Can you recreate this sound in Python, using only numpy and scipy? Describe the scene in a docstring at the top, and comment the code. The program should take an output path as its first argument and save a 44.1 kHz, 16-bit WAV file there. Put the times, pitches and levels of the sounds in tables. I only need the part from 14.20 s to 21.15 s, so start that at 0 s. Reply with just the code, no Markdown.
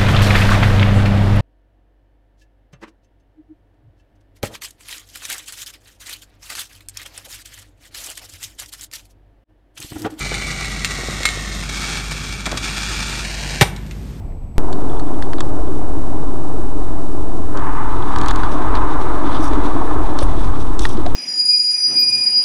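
"""Idling, then driving on snow

A quiet car idles for a moment, then the scene cuts to the inside of a car on packed snow.
Ruts thump the floor, the cabin air booms, and the tyres roar, then scrub under braking.
Loose trim ticks and buzzes, and cloth swishes. Late on come short swells of cabin boom near
290 Hz, followed by hollow knocks. The second car's microphone signal sits far below zero,
so its downward peaks are clipped flat."""
import sys
import numpy as np
from scipy import signal
from scipy.fft import rfft, irfft, next_fast_len
from scipy.io import wavfile
from scipy.ndimage import uniform_filter1d

SR = 44100
rng = np.random.default_rng(int(sys.argv[2]) if len(sys.argv) > 2 else 0)


def digitize_waveform(pressure):
    """Quantize a signal to 16-bit integers and store it at the path in sys.argv[1].

    Rows of a 2-D input are taken as channels; values are limited to [-1, 1].
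    """
    field = np.atleast_2d(pressure).T
    bounded = np.clip(field, -1, 1)
    quanta = np.round(bounded * 32767).astype(np.int16)
    wavfile.write(sys.argv[1], SR, quanta)


N = 306495
TIME = np.arange(N) / SR
CUT_S = 0.38151  # the second car takes over

# Tone colours, how strong each pitch is compared with the others: f/Hz, level/dB
HISS_COLOUR = [(1290, -36), (2200, -8), (3150, -3), (3590, 1), (4230, -3.5), (5910, -2.5), (8060, -5),
               (8800, -6), (9000, 3), (9260, -0.5), (10100, -6), (12400, -12), (14900, -37), (15500, -43)]  # microphone hiss
IDLE_COLOUR = [(14, -45), (25, 5), (85, -5.5), (190, -17), (510, -29.5), (820, -31.5), (1650, -52),
               (2400, -49), (3200, -57.5), (7000, -63.5), (15500, -65), (16500, -90)]  # the idling car
ENGINE_COLOUR = [(62, -45), (105, -9.5), (135, 1.5), (149, -2), (167, -9), (200, -7.5), (260, -6.5),
                 (440, -120)]  # engine and exhaust while driving
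SHAKE_COLOUR = [(14, -40), (24, -13), (35, 0), (48, -3), (61, -14), (78, -9), (110, -14), (140, -40)]  # suspension and floor
BOOM_COLOUR = [(100, -36), (170, -23), (205, -12.5), (291, 2.5), (398, -5), (446, -5.5), (489, -31),
               (520, -13.5), (680, -30), (1140, -120)]  # cabin air
BUZZ_COLOUR = [(1350, 3), (2300, -2), (2970, -4), (3600, 3), (5060, -11.5), (5930, -10), (7820, -16),
               (9290, -14), (12000, -22), (15600, -55)]  # loose trim
DULL_SWISH_COLOUR = [(2200, -16), (3000, -11), (3600, -3.5), (4300, -17), (5200, -16)]  # lower part of a swish
BRIGHT_SWISH_COLOUR = [(2710, -39), (4600, -7.5), (5940, 0.5), (7260, -14), (8230, -6.5), (10500, -11),
                       (13600, -28)]  # upper part of a swish
ROLL_COLOUR = [(280, -86), (470, 5), (494, -12), (587, 0.5), (748, 1), (1050, -6), (1750, -24),
               (1860, -29.5), (2600, -34), (3380, -40), ]  # rolling tyres
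SCRUB_COLOUR = [(280, -37), (470, -7.5), (508, -17.5), (703, -7.5), (895, 0.5), (1220, -1.5), (1460, -11),
                (1730, -15), (1850, -19.5), (2730, -29.5), (3900, -45), (6600, -120)]  # sliding tyres

# Loudness over time: t/s, level/dB
IDLE_LEVELS = [(0.0, -23.5), (0.34, -30), (0.36, -25)]  # the idling car
ENGINE_LEVELS = [(.4, -33.5), (2.5, -34.5), (4.5, -32.5), (5.7, -39.5), (6.1, -31), (6.9, -36.5)]  # engine and exhaust while driving
SHAKE_LEVELS = [(.4, -27.5), (2.9, -27), (3.7, -24), (5.1, -24), (5.5, -23), (6.9, -23)]  # shaking from the road
BOOM_LEVELS = [(.4, -30.5), (4.8, -31.5), (5.4, -34.5), (6.9, -31.5)]  # cabin boom before the tyres add to it
BUZZ_LEVELS = [(3.35, -55.5), (4.19, -43), (5.01, -46.5), (5.3, -40.5), (5.68, -46.5), (6.92, -48.5)]  # loose trim during the slide
# Tyres on snow: t/s, rolling level/dB, sliding level/dB
TYRE_LEVELS = [(.4, -32.5, -39), (3.15, -35.5, -41.5), (3.345, -37, -35.5), (3.355, -30.5, -28),
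               (3.41, -36, -28), (3.46, -53, -24.5), (3.62, -43, -26), (3.85, -36.5, -28),
               (4.08, -42, -21.5), (4.33, -29, -27), (4.55, -35, -21.5), (4.75, -31, -26),
               (5.3, -30, -25.5), (5.75, -27, -28.5), (6.03, -29.5, -29.5), (6.15, -32.5, -32),
               (6.5, -36.5, -33.5), (6.9, -37.5, -35.5)]

# Tones from the electronics in each car: f/Hz, level/dB
IDLE_WHINE = [(7870, -69.5)]
DRIVING_WHINE = [(8441, -63.5), (12000, -86)]
# Notes at which the body panels ring: f/Hz, width/Hz, gain/dB
PANEL_NOTES = [(276, 5.7, -0.5), (713, 4.4, -6.5), (869, 5.6, 4), (1037, 12, 3.5), (1251, 14, 3),
               (1533, 9.2, 5.5), (1731, 9.6, 7.5), (2020, 8, 10.5)]
# Faint touches of the trim: t/s, level/dB
TRIM_TOUCHES = [(.765, -38), (.943, -36), (1.1935, -29), (1.478, -38), (3.396, -33), (3.825, -27.5)]
# Trim ticks: t/s, level/dB, then relative to that level: bright/dB, body/dB, rebound/dB, snap/dB
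TRIM_TICKS = [(0.527, -26, -5, 5.5, -2, -6), (0.795, -32.5, -1, 14.5, 5, 2), (1.023, -27.5, -6, 10, 0, 9),
              (1.1321, -28.5, -16, 10, -7, 7.5), (1.183, -33.5, -28, 11, -12, 2),
              (1.2052, -19, 1, 7.5, -9, -12), (3.3723, -26, -10, 5, -12, 4), (3.96, -27, -2, 12, -10, 4),
              (3.9848, -27, 3, 9, -5, 7), (4.013, -27, 3, 12, 2, 5), (4.033, -29, -14, 6, -2, 2),
              (4.06, -25, -2, 5, -13, -8), (4.083, -16, -3, -5, -15, -1), (4.108, -24, 2, 8, -20, -8),
              (4.111, -24.5, -3, 8, -22, 4), (4.1587, -26, 1, -4, -20, 7),
              (4.233, -27.5, -27, 18.5, -20, -3), (4.3177, -31, -20, 6, -16, 1),
              (4.552, -22.5, -28, 8, -23, 4), (4.813, -33, -18, 15, -17, 2), (5.333, -35, 4, 18, -15, 2),
              (5.988, -20, -2, 3, -4, -10), (6.025, -29.5, -8, 15, -15, -2), (6.244, -36, -8, 15, -15, 2),
              (6.5921, -20.5, 4.5, -7, -16, -17), (6.6528, -15.5, -18, 5, -24, 2),
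              (6.771, -30.5, -23, 7, -17, -4), (6.862, -23.5, -30, 4, -19, 5)]
# Strokes over a panel: start t/s, length/s, dull level/dB, bright level/dB
SWISHES = [(4.074, 0.049, -35.5, -47), (4.307, 0.053, -47, -47), (4.544, 0.032, -36, -69),
           (5.037, 0.11, -43.5, -52), (5.143, 0.04, -36.5, -50), (5.204, 0.085, -51, -41),
           (5.313, 0.059, -47, -52), (5.976, 0.073, -40, -44.5), (6.16, 0.11, -49, -51),
           (6.391, 0.045, -42.5, -48), (6.602, 0.074, -37.5, -37), (6.671, 0.081, -46, -43)]
# Short swells of cabin boom near 290 Hz, then hollow knocks from 6 s on: t/s, level/dB, f/Hz
SWELLS_AND_KNOCKS = [(4.345, -15, 295), (5.062, -16, 300), (5.196, -10.5, 300), (5.24, -16, 296),
                     (5.373, -10, 284), (5.451, -8.5, 293), (5.551, -15, 285), (6.017, -14.5, 567),
                     (6.029, -18.5, 92.6), (6.275, -21, 91), (6.6522, -7.5, 1855), (6.654, -15, 890),
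                     (6.732, -26, 313), (6.748, -17, 220), (6.779, -11.5, 353), (6.797, -13.5, 313),
                     (6.8, -23.5, 73), (6.856, -21.5, 597), (6.865, -12.5, 715)]
# Ruts hitting the floor: t/s, level/dB
RUTS = [(.72, -16.5), (1.392, -18), (4.067, -10.5), (4.468, -11.5), (4.551, -10.5), (5.771, -12),
        (6.021, -10.5), (6.188, -13), (6.6, -11)]


def from_db(db):
    """Turn decibels into a factor to multiply by."""
    return 10 ** (np.asarray(db) / 20)


def loudness(rows):
    """Join a table's points into one gain curve for each level column."""
    times, *columns = np.transpose(rows)
    return [from_db(np.interp(TIME, times, db)) for db in columns]


def rms_one(x):
    """Scale a signal so that its average power is 1."""
    return x / np.sqrt(np.mean(x ** 2) + 1e-20)


def drift(rate_hz):
    """A smooth random wobble of size about 1, mostly slower than rate_hz."""
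    step = 40  # samples between wobble points
    r = np.exp(-2 * np.pi * rate_hz * step / SR)
    slow = signal.lfilter([1], [1, -2 * r, r * r], rng.standard_normal(N // step + 2002))[2000:]
    return np.interp(np.arange(N) / step, np.arange(len(slow)), rms_one(slow))


def coloured(x, colour):
    """Give a signal a tone colour, at power 1."""
    size = next_fast_len(N)
    hz, db = np.transpose(colour)
    bins_hz = np.arange(size // 2 + 1) * SR / size + 1
    gain = from_db(np.interp(np.log(bins_hz), np.log(hz), db, left=-120, right=-120))
    return rms_one(irfft(rfft(x, size) * gain, size)[:N])


def noise(colour, flicker_db, rate_hz):
    """Coloured noise whose level flickers."""
    return coloured(rng.standard_normal(N) * from_db(flicker_db * drift(rate_hz)), colour)


def grains(per_s, spread_db):
    """Random clicks of uneven size and sign."""
    sizes = from_db(spread_db * np.minimum(rng.exponential(1, N), 5)) * rng.choice([-1, 1], N)
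    return sizes * (rng.random(N) < per_s / SR)


def clicks(times, db):
    """One-sample clicks at the given times and levels."""
    out = np.full(N, 1e-18)  # not quite zero, which keeps the filters fast
    out[np.round(times * SR).astype(int)] = from_db(db)
    return out


def fade(hits, t60):
    """Give each click a tail that falls by 60 dB in t60 seconds."""
    return signal.lfilter([1], [1, -from_db(-60 / (t60 * SR))], hits)


def ring(hits, hz, t60):
    """Each click starts a tone that falls by 60 dB in t60 seconds."""
    r, angle = from_db(-60 / (t60 * SR)), 2 * np.pi * hz / SR
    return signal.lfilter([0, np.sin(angle)], [1, -2 * r * np.cos(angle), r * r], hits + 1e-18)


def soft_note(t, db, hz, t60):
    """One fading note; taking away a shorter ring softens its start."""
    hit = clicks(t, db)
    return ring(hit, hz, t60) - ring(hit, hz, t60 * 0.068)


def band(x, low_hz, high_hz):
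    """Keep the pitches between two limits."""
    return signal.sosfilt(signal.butter(2, [low_hz, high_hz], "band", fs=SR, output="sos"), x)


def panels(x):
    """Body panels lift or lower narrow bands of the sound passing through; the result has power 1."""
    out = x.copy()
    for hz, width_hz, gain_db in PANEL_NOTES:
        r = np.exp(-np.pi * width_hz / SR)
        feedback = [1, -2 * r * np.cos(2 * np.pi * hz / SR), r * r]
        note = (1 - r * r) / 2 * signal.lfilter([1, 0, -1], feedback, x)
        out += (from_db(gain_db) - 1) * note
    return rms_one(out)


def hiss():
    """The microphone's own faint noise."""
    return from_db(-51.5) * noise(HISS_COLOUR, flicker_db=0.86, rate_hz=20)


def whine(tones):
    """Electronics give off thin tones that waver a little in level."""
    return sum(from_db(db + 0.61 * drift(9.9)) * np.sqrt(2) * np.sin(2 * np.pi * hz * TIME)
               for hz, db in tones)


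def idling_car():
    """The first car: a soft low rumble, a whine and one faint tick."""
    rumble = loudness(IDLE_LEVELS)[0] * noise(IDLE_COLOUR, flicker_db=0.57, rate_hz=11)
    tick = ring(clicks(0.1225, db=-41), hz=1900, t60=0.006)
    return rumble + whine(IDLE_WHINE) + tick


def trim_chatter():
    """Faint touches make the trim ring, some at set times and some at random early on."""
    stray = from_db(-52) * grains(per_s=15, spread_db=5) * (TIME < 1.25)
    placed = clicks(*np.transpose(TRIM_TOUCHES))
    return ring(stray, hz=3450, t60=0.019) + ring(placed, hz=3360, t60=0.0084)


def trim_buzz():
    """Loose trim buzzes with the slide, in clumps of tiny clicks."""
    level = loudness(BUZZ_LEVELS)[0] * (TIME > BUZZ_LEVELS[0][0])
    clumps = grains(per_s=6000, spread_db=-2) * from_db(2.9 * drift(14))
    return level * coloured(clumps, BUZZ_COLOUR)


def swishes():
    """Cloth or grit drags over a panel; the rubbing swells and fades with each stroke."""
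    dull = noise(DULL_SWISH_COLOUR, flicker_db=3, rate_hz=190)
    bright = noise(BRIGHT_SWISH_COLOUR, flicker_db=3.4, rate_hz=100)
    out = np.zeros(N)
    for start, length, dull_db, bright_db in SWISHES:
        stroke = np.sin(np.pi * np.clip((TIME - start) / length, 0, 1)) ** 0.5
        out += stroke * (from_db(dull_db) * dull + from_db(bright_db) * bright)
    return out


def trim_ticks():
    """Trim cracks in three bands, snaps as the contact lets go, then rings on the rebound."""
    times, db, bright_db, body_db, rebound_db, snap_db = np.transpose(TRIM_TICKS)
    cracks = np.zeros(N)
    bands = [(3080, 4480, 0.02, 0), (5060, 8250, 0.012, bright_db), (1010, 1700, 0.01, body_db)]
    for low_hz, high_hz, t60, extra_db in bands:
        hits = clicks(times, db + extra_db)
        swell = fade(hits, t60) - fade(hits, t60 * 0.33)  # the contact builds up, then dies away
        make_up = np.sqrt(SR / 2 / (high_hz - low_hz))  # restores the power the filter removes
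        cracks += make_up * band(swell * rng.standard_normal(N), low_hz, high_hz)
    low_hz, high_hz = 930, 4930
    releases = -clicks(times + 0.001515, db + snap_db)
    snaps = band(releases, low_hz, high_hz) * SR / 2 / (high_hz - low_hz)
    rebounds = clicks(times + 0.0034, db + rebound_db)
    trim_hz, trim_t60 = 4370, 0.019
    ringing = ring(rebounds, trim_hz, trim_t60) - ring(rebounds, trim_hz, trim_t60 * 0.44)
    return cracks + snaps + ringing


def boom_swells_and_knocks():
    """Short swells of cabin boom, then hollow knocks, each roughened by a higher note; one thin ping."""
    cycles = 32.5  # swings a note takes to fall by 60 dB
    higher = [(t, db - 15.5, hz * 1.256) for t, db, hz in SWELLS_AND_KNOCKS]
    ping = soft_note(6.026, db=-29.5, hz=9250, t60=0.07)
    return ping + sum(soft_note(t, db, hz, t60=cycles / hz) for t, db, hz in SWELLS_AND_KNOCKS + higher)


def engine():
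    """Engine and exhaust drone low while driving."""
    return loudness(ENGINE_LEVELS)[0] * noise(ENGINE_COLOUR, flicker_db=0.12, rate_hz=17)


def floor_rumble():
    """The rough road shakes the suspension, and ruts thump the floor."""
    shake = loudness(SHAKE_LEVELS)[0] * noise(SHAKE_COLOUR, flicker_db=0.72, rate_hz=21)
    return shake + sum(soft_note(t, db, hz=40.6, t60=0.51) for t, db in RUTS)


def cabin_boom(roll, slide):
    """The cabin air booms, more strongly as the tyres get louder."""
    power = loudness(BOOM_LEVELS)[0] ** 2 + (from_db(1.5) * roll) ** 2 + (from_db(-6) * slide) ** 2
    return np.sqrt(power) * panels(noise(BOOM_COLOUR, flicker_db=1.15, rate_hz=9.6))


def rolling_tyres(roll):
    """Tyres roar on packed snow, heard through the body panels."""
    return roll * panels(noise(ROLL_COLOUR, flicker_db=1.44, rate_hz=36))


def sliding_tyres(slide):
    """Snow crunches under the sliding treads, brighter as they first dig in."""
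    crunch = grains(per_s=4000, spread_db=0.9) * from_db(0.84 * drift(27))
    scrub = panels(coloured(crunch, SCRUB_COLOUR))
    digging_in = uniform_filter1d(((TIME > 3.36) & (TIME < 3.66)).astype(float), size=800)
    treble = signal.sosfilt(signal.butter(2, 1250, "high", fs=SR, output="sos"), scrub)
    return slide * (scrub + (from_db(3) - 1) * digging_in * treble)


def scene():
    """The idling car until the cut, then the car on snow, in one channel."""
    roll, slide = loudness(TYRE_LEVELS)
    background = hiss() + whine(DRIVING_WHINE)
    inside = trim_chatter() + trim_buzz() + swishes() + trim_ticks() + boom_swells_and_knocks()
    body = engine() + floor_rumble() + cabin_boom(roll, slide)
    tyres = rolling_tyres(roll) + sliding_tyres(slide)
    return np.where(TIME < CUT_S, idling_car(), background + inside + body + tyres)[None]


def record(dry):
    """At the cut the signal drops off centre with a thud; its lowest peaks clip and top treble is cut."""
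    offset, lower_limit, cutoff_hz = -0.62, -0.975, 15800
    bend = 0.1 * (dry ** 2 - np.mean(dry ** 2))  # lopsided amplifier: upswings shrink, downswings grow
    shifted = dry + (TIME >= CUT_S) * (offset - bend)
    clipped = np.maximum(shifted, lower_limit)
    return signal.sosfilt(signal.cheby2(12, 70, cutoff_hz, fs=SR, output="sos"), clipped)


dry = scene()
out = record(dry)
digitize_waveform(out)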